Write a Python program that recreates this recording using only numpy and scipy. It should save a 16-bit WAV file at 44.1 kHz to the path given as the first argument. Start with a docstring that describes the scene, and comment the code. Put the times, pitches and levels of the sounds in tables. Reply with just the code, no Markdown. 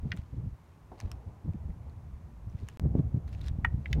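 """Shore at low tide: shells and gravel, close by.
Hollow shells clack and ring briefly, small pieces tick, grit scrapes.
Light wind buffets the microphone. Two far bangs roll away over a quiet wash.
The sound cuts out once for an instant, with a click at each end of the gap."""
import sys
import numpy as np
from scipy import signal
from scipy.fft import rfft, irfft
from scipy.io import wavfile

SR = 44100
rng = np.random.default_rng(int(sys.argv[2]) if len(sys.argv) > 2 else 0)


def dump(signal):
    """Clip the signal to [-1, 1] and save it as 16-bit WAV at the path in sys.argv[1]."""
    limited = np.clip(np.atleast_2d(signal).T, -1, 1)
    pcm = np.round(limited * 32767).astype(np.int16)
    wavfile.write(sys.argv[1], SR, pcm)


N = 176400

# contact noise spectrum: f/Hz, level/dB
CONTACT_SPECTRUM = [(300, -27), (1000, 4), (1900, 6), (3000, -4), (5000, -10.5), (6500, 0.5), (8200, -6.5),
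                    (9700, -2.5), (10600, -7.5), (12000, -6), (15000, -2.5)]


def amp(db):
    """dB to gain."""
    return 10 ** (np.asarray(db) / 20)


def unit(x):
    """Scale to rms 1."""
    return x / np.sqrt(np.mean(x ** 2) + 1e-20)


def peaked(x):
    """Scale to peak 1."""
    return x / (abs(x).max() + 1e-20)


def add(mix, at_s, sound):
    """Mix in at a time; overhang is dropped."""
    start = round(at_s * SR)
    sound = sound[max(-start, 0):]
    part = mix[max(start, 0):][:len(sound)]
    part += sound[:len(part)]


def level(curve):
    """Gain per sample from points t/s, level/dB."""
    return amp(np.interp(np.arange(N) / SR, *np.transpose(curve)))


def fade(t, t60_s):
    """Exponential decay."""
    return np.exp(-np.log(1000) * t / t60_s)


def colour(x, spectrum):
    """Filter by points f/Hz, level/dB."""
    hz, db = np.transpose(spectrum)
    bins_hz = np.fft.rfftfreq(len(x), 1 / SR) + 1
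    return irfft(rfft(x) * amp(np.interp(np.log(bins_hz), np.log(hz), db)), len(x))


def noise(count):
    """Flat-spectrum noise, rms 1."""
    return unit(irfft(np.exp(2j * np.pi * rng.random(count // 2 + 1)), count))


def edge(x, hz, kind, order=2):
    """Butterworth high- or low-pass."""
    return signal.sosfilt(signal.butter(order, min(hz, SR / 2 - 100), kind, fs=SR, output="sos"), x)


def shore_wash():
    """Steady, quiet noise of the shore."""
    # wash spectrum: f/Hz, level/dB
    spectrum = [(20, -14.5), (70, 12.5), (150, 6.5), (300, -0.5), (600, -6.5), (1000, -4), (1500, -13),
                (2200, -16.5), (3200, -24), (5000, -27.5), (6300, -26), (8200, -30.5), (9600, -28.5),
                (10500, -34), (12000, -30), (15500, -37)]
    return amp(db=-59) * unit(colour(rng.standard_normal(N), spectrum))


def far_bangs():
    """Dull distant bangs, each with a long rolling echo."""
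    # bangs: t/s, level/dB, echo level/dB
    bangs = [(.917, -44.5, -57), (1.866, -53, -88.5)]
    # bang and echo spectrum: f/Hz, level/dB
    spectrum = [(80, -11.5), (250, 7), (500, 7), (900, 6.5), (1300, -6.5), (2000, -25), (4000, -32),
                (9000, -52)]
    echo_rise_s = 0.097
    out, t = np.zeros(N), np.arange(N) / SR
    for at_s, db, echo_db in bangs:
        direct = amp(db) * fade(t, t60_s=0.12)
        echo = amp(echo_db) * np.minimum(t / echo_rise_s, 1) * fade(t, t60_s=3.8)
        add(out, at_s, noise(N) * (direct + echo))
    return colour(out, spectrum) / np.std(colour(noise(N), spectrum))


def wind_rumble():
    """Continuous low wind noise at the microphone."""
    # wind envelope: t/s, level/dB
    envelope = [(0, -42.5), (.1, -37.5), (.2, -42.5), (.28, -52.5), (.45, -44), (.6, -58), (.85, -53),
                (1.0, -55.5), (1.15, -39), (1.22, -54), (1.28, -40.5), (1.4, -54.5), (1.6, -42.5),
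                (1.9, -44.5), (2.3, -46), (2.75, -47.5), (2.83, -32.5), (3.05, -35), (3.22, -39.5),
                (3.45, -37.5), (3.6, -36), (3.84, -39), (4, -28)]
    # rumble spectrum: f/Hz, level/dB
    spectrum = [(20, -15.5), (35, -33.5), (55, 2.5), (75, 0.5), (110, -5.5), (160, -11.5), (250, -23),
                (400, -32.5), (800, -35.5), (2000, -93.5)]
    return level(envelope) * unit(colour(noise(N), spectrum))


def wind_gusts():
    """Short gusts: an eddy of a few swings in broad turbulence."""
    # gusts: centre t/s, half-width/s, level/dB, corner f/Hz
    gusts = [(.035, 0.017, -34, 125.2), (.06, 0.023, -30.5, 165), (.145, 0.017, -38.5, 190.2),
             (0.338, 0.013, -37, 170), (0.386, 0.031, -32.5, 148.4), (.435, 0.024, -35.5, 158.8),
             (0.47, 0.029, -32, 118.3), (.535, .025, -39.5, 91.6), (1.055, 0.041, -31.5, 115.4),
             (1.279, 0.024, -39.5, 124.4), (1.457, 0.017, -36, 152.6), (1.487, 0.015, -30, 179.3),
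             (1.502, 0.023, -30.5, 109.4), (1.552, 0.013, -34.5, 167.5), (1.652, 0.027, -36, 118.1),
             (1.699, 0.022, -32, 87.7), (2.137, 0.022, -34.5, 78.3), (2.478, 0.014, -32, 137.7),
             (2.552, 0.014, -32, 120.2), (2.63, 0.025, -34.5, 123.2), (2.825, 0.02, -32.5, 163.8),
             (2.856, 0.022, -22, 178.9), (2.91, 0.068, -33.5, 128.4), (2.964, 0.031, -33.5, 260),
             (2.997, 0.021, -21, 183.5), (3.057, 0.028, -35.5, 147.5), (3.164, 0.028, -27.5, 159.4),
             (3.512, 0.013, -26, 79.36), (3.66, 0.066, -33.5, 106.9), (3.782, 0.035, -35.5, 148.4),
             (3.911, 0.028, -31.5, 137.8), (3.935, 0.027, -33.5, 96.7), (3.983, 0.043, -28, 176)]
    low_ratio, eddy_ratio = 0.37, 0.78  # re corner
    rolloff_order, wander_depth, turbulence_db = 2.755, 0.2257, -2
    out, t = np.zeros(N), np.arange(SR // 4) / SR
    centre_s, hz = t.mean(), np.fft.rfftfreq(len(t), 1 / SR) + 1
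    for at_s, half_width_s, db, corner_hz in gusts:
        swell = np.exp(-2 * ((t - centre_s) / half_width_s) ** 2)
        low_loss = 1 + (low_ratio * corner_hz / hz) ** 8
        high_loss = 1 + (hz / corner_hz) ** (2 * rolloff_order)
        turbulence = unit(irfft(rfft(noise(len(t)) * swell) / np.sqrt(low_loss * high_loss), len(t)))
        wander = np.exp(wander_depth * unit(edge(noise(len(t)), corner_hz, "low")))
        cycles = np.cumsum(eddy_ratio * corner_hz * wander) / SR + rng.random()
        eddy = unit(swell * np.cos(2 * np.pi * cycles))
        gust = unit(eddy + amp(turbulence_db) * turbulence) * np.sqrt(np.mean(swell ** 2))
        add(out, at_s - centre_s, amp(db) * gust)
    return out


def wind_buffets():
    """Single pressure spikes, swung back by the microphone's low cut."""
    # spikes: t/s, peak level/dB, half-width/s
    buffets = [(0.191, -25.5, 0.0027), (1.546, -29, 0.0016), (2.9532, -17, 0.00079), (3.145, -18.5, 0.0018),
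               (3.588, -22.5, 0.0017), (3.744, -18.5, 0.0022)]
    out, t = np.zeros(N), np.arange(SR // 10) / SR
    for at_s, db, half_width_s in buffets:
        spike = 1 / (1 + ((t - t.mean()) / half_width_s) ** 2)
        add(out, at_s - t.mean(), amp(db) * peaked(edge(spike, hz=62.6, kind="high", order=3)))
    return out


def stone_scatter(x):
    """Direct sound plus scatter from stones: near ones quick, far ones fainter, duller, longer."""
    t = np.arange(SR // 3) / SR
    rise_s = 0.0029
    onset = np.clip(t / rise_s - .5, 0, 1)

    def tail(db, t60_s, top_hz):
        envelope = onset * fade(t, t60_s)
        scatter = edge(noise(len(t)) * envelope, top_hz, "low", order=1)
        return amp(db) * scatter / np.linalg.norm(envelope)

    near = tail(db=-12, t60_s=.04, top_hz=6230)
    far = tail(db=-22, t60_s=.2, top_hz=2300)
    return x + signal.oaconvolve(x, near + far)[:N]


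def gravel_scrape():
    """Dense tiny slips of shell grit, each a noise burst."""
    # shifting gravel: t/s, level/dB
    envelope = [(0, -78.5), (.2, -68.5), (.3, -81.5), (.93, -84), (1.0, -66), (1.08, -73), (1.2, -85),
                (2.38, -89), (2.62, -71), (2.74, -70), (2.82, -85), (2.95, -88), (2.995, -66), (3.02, -91),
                (3.25, -108), (3.28, -62.5), (3.30, -76), (3.335, -59), (3.37, -76), (3.41, -64),
                (3.43, -66), (3.478, -54.5), (3.51, -83), (3.82, -80), (3.93, -64.5), (4, -78)]
    # grit spectrum: f/Hz, level/dB
    spectrum = [(500, -4.5), (1300, 4.5), (2400, 5), (4000, 1), (6500, -6.5), (8200, -11.5), (10000, -15.5),
                (16000, -19.5)]
    slips_per_s, spread_db = 780, 1.5
    slips = (rng.random(N) < slips_per_s / SR) * amp(spread_db * np.minimum(rng.exponential(1, N), 4))
    slip_decay = fade(np.arange(SR // 20) / SR, t60_s=0.011)
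    grains = signal.oaconvolve(slips, slip_decay)[:N] * noise(N)
    return level(envelope) * unit(colour(grains, spectrum))


def small_ticks():
    """Small pieces meet: a broadband crack and one short ring."""
    # contacts: t/s, peak level/dB, ring f/Hz, ring trim/dB, low-pass f/Hz
    ticks = [(0.1660, -48, 6100, -4, 12100), (0.173, -40.5, 3730, -33, 7000), (0.983, -54, 4440, 5, 6000),
             (1.0020, -32, 1810, -2.5, 6950), (1.011, -42, 4400, 1, 6000),
             (1.1160, -32.5, 5500, 3.5, 10000), (1.5350, -54, 2400, 4, 8000), (1.7045, -56, 2000, 10, 3000),
             (1.8970, -58, 4300, 7, 7000), (2.499, -58, 5800, 9, 8000), (2.6010, -54.5, 4170, 1, 7000),
             (2.6871, -32.5, 2920, 0, 11000), (2.7270, -63, 4000, -2, 7000), (2.7375, -64, 4500, -2, 6000),
             (3.17, -60.5, 2350, -1, 4000), (3.2790, -47, 4200, -4, 7100), (3.2917, -56, 11200, 7, 14000),
             (3.3490, -46.5, 2500, 3, 4000), (3.3810, -57, 4000, -2, 8000), (3.413, -47, 3960, 6, 12000),
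             (3.4157, -41.5, 3720, 13, 10000), (3.463, -46, 5330, 1, 8200), (3.4773, -48, 4800, 16, 11000),
             (3.4832, -35, 3770, -1.5, 7300), (3.9510, -48.5, 4030, -8, 6000)]
    out, t = np.zeros(N), np.arange(SR // 20) / SR
    decay = fade(t, t60_s=.008)
    for at_s, db, ring_hz, ring_db, top_hz in ticks:
        crack = edge(colour(noise(len(t)), CONTACT_SPECTRUM) * decay, hz=800, kind="high")
        ring = np.sin(2 * np.pi * ring_hz * t) * decay
        tick = unit(crack) + .5 * amp(ring_db) * unit(ring)
        add(out, at_s, amp(db) * peaked(edge(tick, top_hz, "low")))
    return out


def shell_clacks():
    """A struck hollow shell rings briefly and rebounds once; the contact sets which modes sound."""
    # strikes: t/s, level/dB, pitch ratio, high-pass f/Hz, low-pass f/Hz,
    # rebound delay/s, rebound/dB re strike, snap/dB re body
    strikes = [(0.1179, -22.5, 0.97, 1660, 4570, .0023, -9, -26),
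               (0.1262, -32, 1.02, 1540, 1890, 0.0011, -15, -34),
               (3.6468, -17, 1.012, 860, 2210, 0.0019, 1.5, -22.5),
               (3.8578, -29.5, 1.1, 2000, 2250, 0.00117, -23, -36),
               (3.9290, -21, 1.05, 1940, 5000, .0021, -15, -15)]
    # shell modes: f/Hz, level/dB, T60/s
    modes = [(974, -5, 0.013), (1080, -15, 0.011), (1466, -13, 0.0075), (1612, -3, 0.012),
             (1864, -2.5, 0.017), (2010, 1.5, 0.0082), (2390, -8.5, 0.014), (2907, -11, 0.021),
             (3246, -20, 0.0038), (3370, -6.5, 0.0094), (4490, -13.5, 0.017), (5330, -8, 0.009),
             (6250, -6.5, .008)]
    ring_rise_s, snap_rise_s = 0.00083, 0.0012
    out, t = np.zeros(N), np.arange(SR // 10) / SR
    snap_envelope = np.minimum(t / snap_rise_s, 1) * fade(t, t60_s=.009)
    for at_s, db, pitch, low_hz, high_hz, rebound_s, rebound_db, snap_db in strikes:
        ring = sum(amp(mode_db) * fade(t, t60_s) * np.sin(2 * np.pi * pitch * hz * t)
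                   for hz, mode_db, t60_s in modes)
        ring *= np.minimum(t / ring_rise_s, 1)
        body = peaked(edge(edge(ring, low_hz, "high", order=4), high_hz, "low", order=4))
        snap = peaked(colour(noise(len(t)), CONTACT_SPECTRUM) * snap_envelope)
        clack = amp(db) * (body + amp(snap_db) * edge(snap, low_hz, "high"))
        add(out, at_s, clack)
        add(out, at_s + rebound_s, -amp(rebound_db) * clack)
    return out


def scene():
    """Shells close by, wind at the microphone, shore behind; mono."""
    wash = shore_wash()
    shells = stone_scatter(shell_clacks() + small_ticks() + gravel_scrape())
    wind = wind_rumble() + wind_gusts() + wind_buffets()
    return (wash + far_bangs() + wind + shells)[None]


def record(dry):
    """One dropout with a click at each end, then the band limit."""
    cut_s, return_s = 2.7726, 2.7970
    cut_db, return_db, top_hz = -39, -27.5, 15900
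    t = np.arange(N) / SR
    outside_s = np.maximum(cut_s - t, t - return_s)
    blend = fade(abs(outside_s), t60_s=0.017)
    click = amp(np.where(t < return_s, cut_db, return_db))
    gapped = (outside_s > 0) * (dry * (1 - blend) + click * blend)
    band_limit = signal.firwin(511, top_hz, window=("kaiser", 9), fs=SR)
    return signal.oaconvolve(gapped, band_limit[None], "same")


dry = scene()
out = record(dry)
dump(out)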